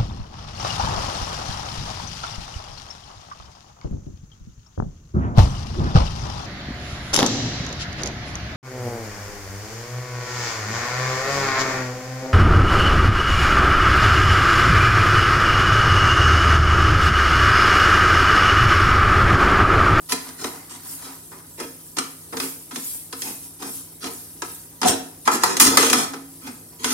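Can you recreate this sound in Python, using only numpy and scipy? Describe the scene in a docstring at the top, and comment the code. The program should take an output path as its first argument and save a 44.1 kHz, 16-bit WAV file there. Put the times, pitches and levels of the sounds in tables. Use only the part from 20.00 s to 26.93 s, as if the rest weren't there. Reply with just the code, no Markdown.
"""A slotted spatula stirs thick masala in a non-stick frying pan, close to a stereo pair of microphones.
The blade knocks and scrapes, ringing the pan's base, wall and rim; the paste squelches as it is
pushed, and steam crackles in the hot oil. The place is a small kitchen with hard walls close by.
Underneath are the soft rumble of the gas burner and a faint motor hum."""
import sys
import numpy as np
from scipy import signal
from scipy.fft import rfft, irfft
from scipy.io import wavfile

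SR = 44100
rng = np.random.default_rng(int(sys.argv[2]) if len(sys.argv) > 2 else 0)


def store_pcm(level_fs):
    """Save levels as 16-bit WAV."""
    pcm = np.round(np.clip(level_fs, -1, 1) * 32767).astype(np.int16)
    wavfile.write(sys.argv[1], SR, np.atleast_2d(pcm).T)


N = 305613
TIME = np.arange(N) / SR


def undb(db):
    """Decibels to gain."""
    return 10 ** (np.asarray(db) / 20)


def unit(x):
    """Scale to rms 1."""
    return x / np.sqrt(np.mean(x ** 2))


def butter(x, hz, kind, order=2):
    """Butterworth filter."""
    return signal.sosfilt(signal.butter(order, hz, kind, fs=SR, output="sos"), x)


def through(x, response):
    """Convolve, keeping the length."""
    return signal.fftconvolve(np.atleast_2d(x), np.atleast_2d(response), axes=1)[:, :x.shape[-1]]


def body(colour, modes=(), size=8192):
    """Impulse response of a broad colour with resonances standing on it."""
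    hz = np.fft.rfftfreq(size, 1 / SR)
    points_hz, db = np.transpose(colour)
    broad = undb(np.interp(np.log(hz + 1), np.log(points_hz), db))
    peaks = sum((undb(lift_db) ** 2 - 1).clip(0) / (1 + (2 * (hz - pitch_hz) / width_hz) ** 2)
                for pitch_hz, width_hz, lift_db in modes)
    cepstrum = irfft(np.log(broad * np.sqrt(1 + peaks)))
    cepstrum[1:size // 2] *= 2  # folded for minimum phase
    cepstrum[size // 2:] = 0
    return irfft(np.exp(rfft(cepstrum)))[:size // 2]


def stereo_noise(size, apart_hz=760, bass_side=0.11):
    """Noise at the two microphones: alike in the bass, unrelated in the treble."""
    mid, side, spill = rng.standard_normal((3, size))
    side = butter(side, apart_hz, "high") + bass_side * butter(spill, apart_hz, "low")
    return np.array([mid + side, mid - side])


def wander(rate_hz):
    """Random values joined by straight lines."""
    knots = rng.standard_normal(int(N / SR * rate_hz) + 2)
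    return np.interp(TIME * rate_hz, np.arange(len(knots)), knots)


def clicks(per_s, spread_db):
    """Random clicks: many small, a few large."""
    where, strength, sign = rng.random((int(per_s * N / SR), 3)).T
    height = undb(spread_db * np.minimum(-np.log(1 - strength), 5)) * np.sign(sign - .5)
    return unit(np.bincount((where * N).astype(int), height, N))


def swells(events, rest_db, rise_s, fade_s):
    """Level in dB of swells that build to a crest and die away, over a resting level."""
    power = undb(rest_db) ** 2
    for crest_s, level_db in events:
        t = TIME - crest_s
        shape = np.exp(-(t.clip(None, 0) / rise_s) ** 2 - t.clip(0) / fade_s)
        power = power + (undb(level_db) * shape) ** 2
    return 10 * np.log10(power)


def kitchen(x, wet_db, t60_low_s=0.46, t60_high_s=0.35, build_s=0.0011):
    """Hard walls near the microphones add a short, dense tail that loses its treble first."""
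    t = TIME[:SR * 3 // 4]
    noise = stereo_noise(len(t))
    low = butter(noise, 2800, "low", order=1)
    tail = low * undb(-60 * t / t60_low_s) + (noise - low) * undb(-60 * t / t60_high_s)
    tail *= 1 - np.exp(-t / build_s)
    return x + undb(wet_db) * through(x, unit(tail) / np.sqrt(len(t)))


# Motor tones in the background of the kitchen: pitch_hz, level_db
HUM_TONES = [(100, -60.5), (161.5, -55.5), (323, -68)]
def motor_hum():
    """A motor hums faintly, each tone wavering in level and phase."""
    hum = 0
    for pitch_hz, level_db in HUM_TONES:
        amplitude = np.sqrt(2) * undb(level_db + 0.98 * wander(4.19))
        hum += amplitude * np.sin(2 * np.pi * pitch_hz * TIME + 0.24 * wander(3.17))
    return hum


# Spectrum of the flame under the pan: frequency_hz, gain_db
FLAME_COLOUR = [(20, -27), (45, -1), (70, 4), (130, 3.5), (200, -1.5), (280, 7.5), (450, -2), (800, -11),
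                (2000, -34), (6000, -23)]
def gas_burner(level_db=-52):
    """The flame rumbles softly and almost steadily."""
    rumble = unit(through(stereo_noise(N), body(FLAME_COLOUR)))
    return rumble * undb(level_db + 0.33 * wander(7.8))


def crackle(per_s, spread_db, flicker_db, flicker_hz, spots, path_decay_s=0.00031):
    """Clicks reach the microphones from spots all over the pan, each spot flaring up on its own."""
    fade = np.exp(-TIME[:192] / path_decay_s)
    out = 0
    for _ in range(spots):
        bursts = clicks(per_s / spots, spread_db) * undb(flicker_db * wander(flicker_hz))
        out += through(bursts, stereo_noise(len(fade)) * fade)
    return out


def bubbles(per_s, low_hz, high_hz, spread_db, decay_s=.004, size=512):
    """Steam pockets open and ring briefly; each one's place sets its phase between the microphones."""
    when, pitch, strength, place = rng.random((int(per_s * N / SR), 4)).T[:, :, None]
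    t = TIME[:size]
    fade = undb(spread_db * np.minimum(-np.log(1 - strength), 4)) * np.exp(-t / decay_s)
    phase = 2 * np.pi * (low_hz + (high_hz - low_hz) * pitch) * t
    index = ((when * N).astype(int) + np.arange(size)).ravel()
    pair = [np.bincount(index, (fade * np.sin(phase + lag)).ravel(), N + size)[:N]
            for lag in (0, 2 * np.pi * place)]
    return unit(np.array(pair))


# Surges of frying as wet paste is spread on bare hot metal: crest_s, level_db
FRYING_SURGES = [(.25, -42.5), (.48, -41), (.92, -36.5), (1.35, -51), (1.7, -44), (2.08, -43),
                 (2.44, -32.5), (2.87, -30.5), (3.26, -31.5), (3.7, -34.5), (4.14, -37), (4.52, -37),
                 (5.8, -30), (6.52, -45.5)]
def frying_levels(start_db=-45, drying_db_per_s=-0.41):
    """The frying's level, and its rise above a simmer that sinks as the masala dries; both in dB."""
    simmer_db = start_db + drying_db_per_s * TIME
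    frying_db = swells(FRYING_SURGES, simmer_db, rise_s=0.095, fade_s=.11)
    return frying_db, frying_db - simmer_db


# Spectrum of the hot oil from close by: frequency_hz, gain_db
OIL_COLOUR = [(500, -22), (2500, -10.5), (4500, -4), (7000, -0.5), (9500, 6.5), (12000, 4), (15500, 0.5)]
def sizzle(level_db, fizz_db=-2):
    """Steam crackles and fizzes in the oil."""
    fizz = bubbles(per_s=1000, low_hz=2200, high_hz=15000, spread_db=1.5)
    pops = unit(crackle(per_s=11000, spread_db=2.5, flicker_db=4.5, flicker_hz=16, spots=4))
    return unit(through(pops + undb(fizz_db) * fizz, body(OIL_COLOUR))) * undb(level_db)


# Resonances of the pan: pitch_hz, width_hz, lift_db
PAN_MODES = [(264.6, 25, 18), (385, 13, 12), (454.5, 16, 16), (725, 40, 11.5), (857, 176, 10),
             (975, 12, 16.5), (985, 170, 11.5), (1285, 72, 12.5), (1800, 57, 5.5), (2037, 28, 8.5),
             (2470, 35, 9), (3274, 25, 11.5), (4120, 11, 11.5), (5185, 22, 13), (5540, 33, 7.5),
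             (6540, 140, 10.5), (7160, 45, 10), (8460, 45, 2), (8640, 56, 12.5), (8500, 23, 15),
             (10060, 45, 10.5), (11000, 55, 8)]
# Broad spectrum of the pan from close by: frequency_hz, gain_db
PAN_COLOUR = [(25, -14), (60, 4), (150, -10.5), (230, -4), (330, -3.5), (600, -8.5), (1200, 1.5),
              (2600, 0.5), (4000, 3.5), (7000, 3.5), (10000, 7), (13000, 1.5), (16000, -5.5)]
# Borders between base, wall, rim and blade edge: frequency_hz
CROSSOVERS_HZ = [546, 1720, 6000]
def pan_parts(detune=0.0035, touch_db=2.0, minor_width_hz=70, minor_db=7, minor_count=26):
    """Responses of base, wall, rim and blade edge; each touch shifts the modes' pitch and strength."""
    chance = rng.standard_normal((len(PAN_MODES), 2))
    modes = [(pitch_hz * (1 + detune * shift), width_hz, lift_db + touch_db * touch)
             for (pitch_hz, width_hz, lift_db), (shift, touch) in zip(PAN_MODES, chance)]
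    # each spot also wakes its own few of the many minor modes
    modes += [(1400 + 13000 * u ** 1.3, minor_width_hz, minor_db) for u in rng.random(minor_count)]
    rest, parts = body(PAN_COLOUR, modes, size=4096), []
    for hz in CROSSOVERS_HZ:
        parts.append(butter(rest, hz, "low", order=4))
        rest = butter(rest, hz, "high", order=4)
    return parts + [rest]


# Spectrum of the wet smacks: frequency_hz, gain_db
SMACK_COLOUR = [(100, -6), (260, 1), (600, 0.5), (1200, 5.5), (2000, 5), (3500, 3), (8000, 5.5),
                (15000, -13)]
# Clumps dropping off the blade: crest_s, level_db
PASTE_CLUMPS = [(.3, -41.5), (.57, -42), (.76, -43.5), (.92, -50), (1.08, -41.5), (1.4, -52)]
def squelch(surge_db, rest_db=-60.5, surge_share=0.41, plop_db=-5):
    """Wet paste smacks and plops against the pan, louder as it is spread and as clumps fall."""
    plops = bubbles(per_s=220, low_hz=700, high_hz=2200, spread_db=2)
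    smacks = crackle(per_s=1100, spread_db=1.0, flicker_db=5.5, flicker_hz=41, spots=2)
    low_modes = [mode for mode in PAN_MODES if mode[0] < 3000]  # soft paste shakes only these
    paste = unit(through(smacks, body(SMACK_COLOUR, low_modes))) + undb(plop_db) * plops
    level_db = swells(PASTE_CLUMPS, rest_db + surge_share * surge_db, rise_s=0.087, fade_s=0.055)
    return unit(paste) * undb(level_db)


# The blade lifts and leaves the base free: start_s, level_db
BLADE_LIFTS = [(3.268, -49), (4.08, -64), (6.048, -37)]
def base_ring(pitch_hz=274, t60_s=1.26, rise_s=0.034):
    """The pan's lowest mode sings on after the blade lets go."""
    out = 0
    for start_s, level_db in BLADE_LIFTS:
        t = (TIME - start_s).clip(0)
        envelope = (1 - np.exp(-t / rise_s)) * undb(level_db - 60 * t / t60_s)
        out += envelope * np.sin(2 * np.pi * pitch_hz * t)
    return np.sqrt(2) * out


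# Gain for each dB of brightness: base_db, wall_db, rim_db, edge_db
BRIGHTNESS_TILT = (-1.25, -0.38, 0.37, 1.98)
def part_levels(level_db, brightness_db, balance_db):
    """Share a contact among the four parts: a bare blade edge is bright, a paste-coated face dull."""
    return level_db + np.array(balance_db) + brightness_db * np.array(BRIGHTNESS_TILT)


# The blade drags over the pan: start_s, length_s, level_db, brightness_db, swell_db
BLADE_STROKES = [ (0.087, 0.049, -33.5, 1, 5), (0.373, 0.11, -39.5, -1.5, 11), (0.686, 0.085, -48, 1.5, -4),
                 (1.02, 0.07, -47, 0.5, -2), (1.573, 0.076, -40.5, -4.5, 3),
                 (1.965, 0.022, -36.5, -2.5, -6), (2.412, 0.045, -37.5, -2, -1), (2.726, 0.07, -47, 2, 4),
                 (3.225, 0.1, -41.5, -1, 1), (3.589, 0.11, -44.5, -3.5, 2),
                 (4.005, 0.072, -38.5, -1.5, 9.5), (4.83, 0.043, -27, -8.5, -3),
                 (4.853, 0.059, -23.5, 0.5, -6), (4.897, 0.045, -32, -4.5, 0),
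                 (5.25, 0.027, -35.5, -1.5, 9), (5.309, 0.065, -28.5, -0.5, -5),
                 (5.405, 0.17, -33.5, -2, -5), (5.596, 0.041, -18.5, 3.5, -2),
                 (5.641, 0.051, -19.5, -0.5, -5), (5.697, 0.071, -30.5, -3.5, -6),
                 (5.781, 0.16, -26, -1, -8), (5.938, 0.11, -29, -0.5, 3.5), (6.407, 0.095, -46.5, -6, 5),
                 (6.785, 0.061, -44, -2, 6), (6.832, 0.14, -31.5, 0.5, 0)]
def spatula_scrapes(chatter_db=1.7, grip=0.43, path_decay_s=0.0026, base_lag_s=0.00803, size=1024):
    """The blade sticks and slips, driving the pan as pressure swells and eases along each stroke."""
    slips = clicks(per_s=2600, spread_db=2.0) * undb(chatter_db * wander(130))
    out = np.zeros((2, N + SR))
    for start_s, length_s, level_db, brightness_db, swell_db in BLADE_STROKES:
        levels = part_levels(level_db, brightness_db, balance_db=(0, -6, -0.5, 0.5))
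        start, length = int(start_s * SR), int(length_s * SR)
        along = np.arange(length) / length
        pressure = np.sin(np.pi * along) ** grip * undb(swell_db * along)
        force = np.take(slips, start + np.arange(length), mode="wrap") * pressure
        # every stroke crosses another part of the pan, with its own paths to the microphones
        paths = stereo_noise(size) * np.exp(-TIME[:size] / path_decay_s)
        rub = through(np.pad(force, (0, 2 * size)), paths)
        for part, db, lag_s in zip(pan_parts(), levels, (base_lag_s, 0, 0, 0)):
            ring = through(rub, part)
            rms = np.sqrt(np.sum(ring ** 2, axis=1, keepdims=True) / length)
            at = start + int(lag_s * SR)  # the heavy base answers last
            out[:, at:at + ring.shape[1]] += undb(db) * ring / rms
    return out[:, :N]


# The blade strikes the pan, close to the microphones: start_s, level_db, brightness_db, wall_clank_db
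BLADE_KNOCKS = [ (0.1203, -26, 1.5, -3.5), (0.442, -33, -3.5, -1), (1.3125, -53, -4.5, 7),
                (1.5975, -44, 4.5, 9), (1.968, -36, -0.5, -5), (1.984, -28.5, 2, 1), (2.324, -41.5, -7, 4),
                (2.3685, -34.5, -2, -4), (2.3992, -32, 0.5, -2.5), (2.7077, -44, -1.5, 1.5),
                (2.7580, -35, -0.5, -6), (3.1256, -38.5, 0, 0), (3.219, -37, 3.5, -16),
                (3.6213, -41, 0, 2.5), (4.0400, -37.5, -4.5, -4), (4.066, -39, -4.5, -4),
                (4.4193, -35, -1.5, 3), (4.815, -30.5, -1, -0.5), (4.8301, -29, -2, 4.5),
                (5.2752, -27, 0, 15), (5.4345, -23.5, 3, 9), (5.5675, -29, 2, -5), (5.599, -23.5, 8.5, 8.5),
                (5.7712, -16, 2.5, 2.5), (5.826, -26, 1.5, 3.5), (5.898, -25, 1, -17),
                (5.9291, -20.5, 2, 2), (6.133, -40, -4, 2), (6.4669, -43, -0.5, 2), (6.843, -26.5, 0, -2.5)]
def spatula_knocks(rises_s=(.005, .0006, .0008, .0008), decays_s=(.02, .008, .0055, .0055),
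                   bare_db=-36, cushion_s_per_db=0.00071, size=6144, attack_samples=1100):
    """Blows on the pan: the heavy base answers last and longest; paste slows the weak blows."""
    out, t = np.zeros((2, N + size)), TIME[:size]
    for start_s, level_db, brightness_db, wall_clank_db in BLADE_KNOCKS:
        levels = part_levels(level_db, brightness_db, balance_db=(-2, wall_clank_db, 1.5, -4))
        rim_db = levels[2]
        cushion_s = cushion_s_per_db * max(bare_db - rim_db, 0)
        start = int(start_s * SR)
        contact = stereo_noise(size)
        for part, db, rise_s, decay_s in zip(pan_parts(), levels, rises_s, decays_s):
            envelope = (1 - np.exp(-t / (rise_s + cushion_s))) * np.exp(-t / (decay_s + cushion_s))
            ring = through(contact * envelope, part)
            attack_rms = ring[:, :attack_samples].std(axis=1, keepdims=True)
            out[:, start:start + size] += undb(db) * ring / attack_rms
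    return out[:, :N]


def scene():
    """At the hob in a small kitchen: spatula and frying up close, flame and motor underneath."""
    blade = spatula_knocks() + spatula_scrapes()
    pan = butter(blade, 130, "high", order=3)  # the blade's sounds carry no deep bass
    spatula = kitchen(pan, wet_db=-4.0)
    frying_db, surge_db = frying_levels()
    frying = kitchen(sizzle(frying_db) + squelch(surge_db), wet_db=-1.5)
    return spatula + frying + base_ring() + gas_burner() + motor_hum()


def record(dry, bass_tilt_db=1, treble_tilt_db=0.5, top_hz=15800):
    """The right microphone takes more bass, the left more treble; peaks are rounded, the top is cut."""
    leftward = np.array([[1], [-1]])
    bass_tilt = butter(dry, 270, "low", order=1) * (undb(-bass_tilt_db * leftward) - 1)
    treble_tilt = butter(dry, 12000, "high", order=1) * (undb(treble_tilt_db * leftward) - 1)
    rounded = np.tanh(dry + bass_tilt + treble_tilt)
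    return signal.sosfilt(signal.ellip(10, .2, 80, top_hz, fs=SR, output="sos"), rounded)


dry = scene()
out = record(dry)
store_pcm(out)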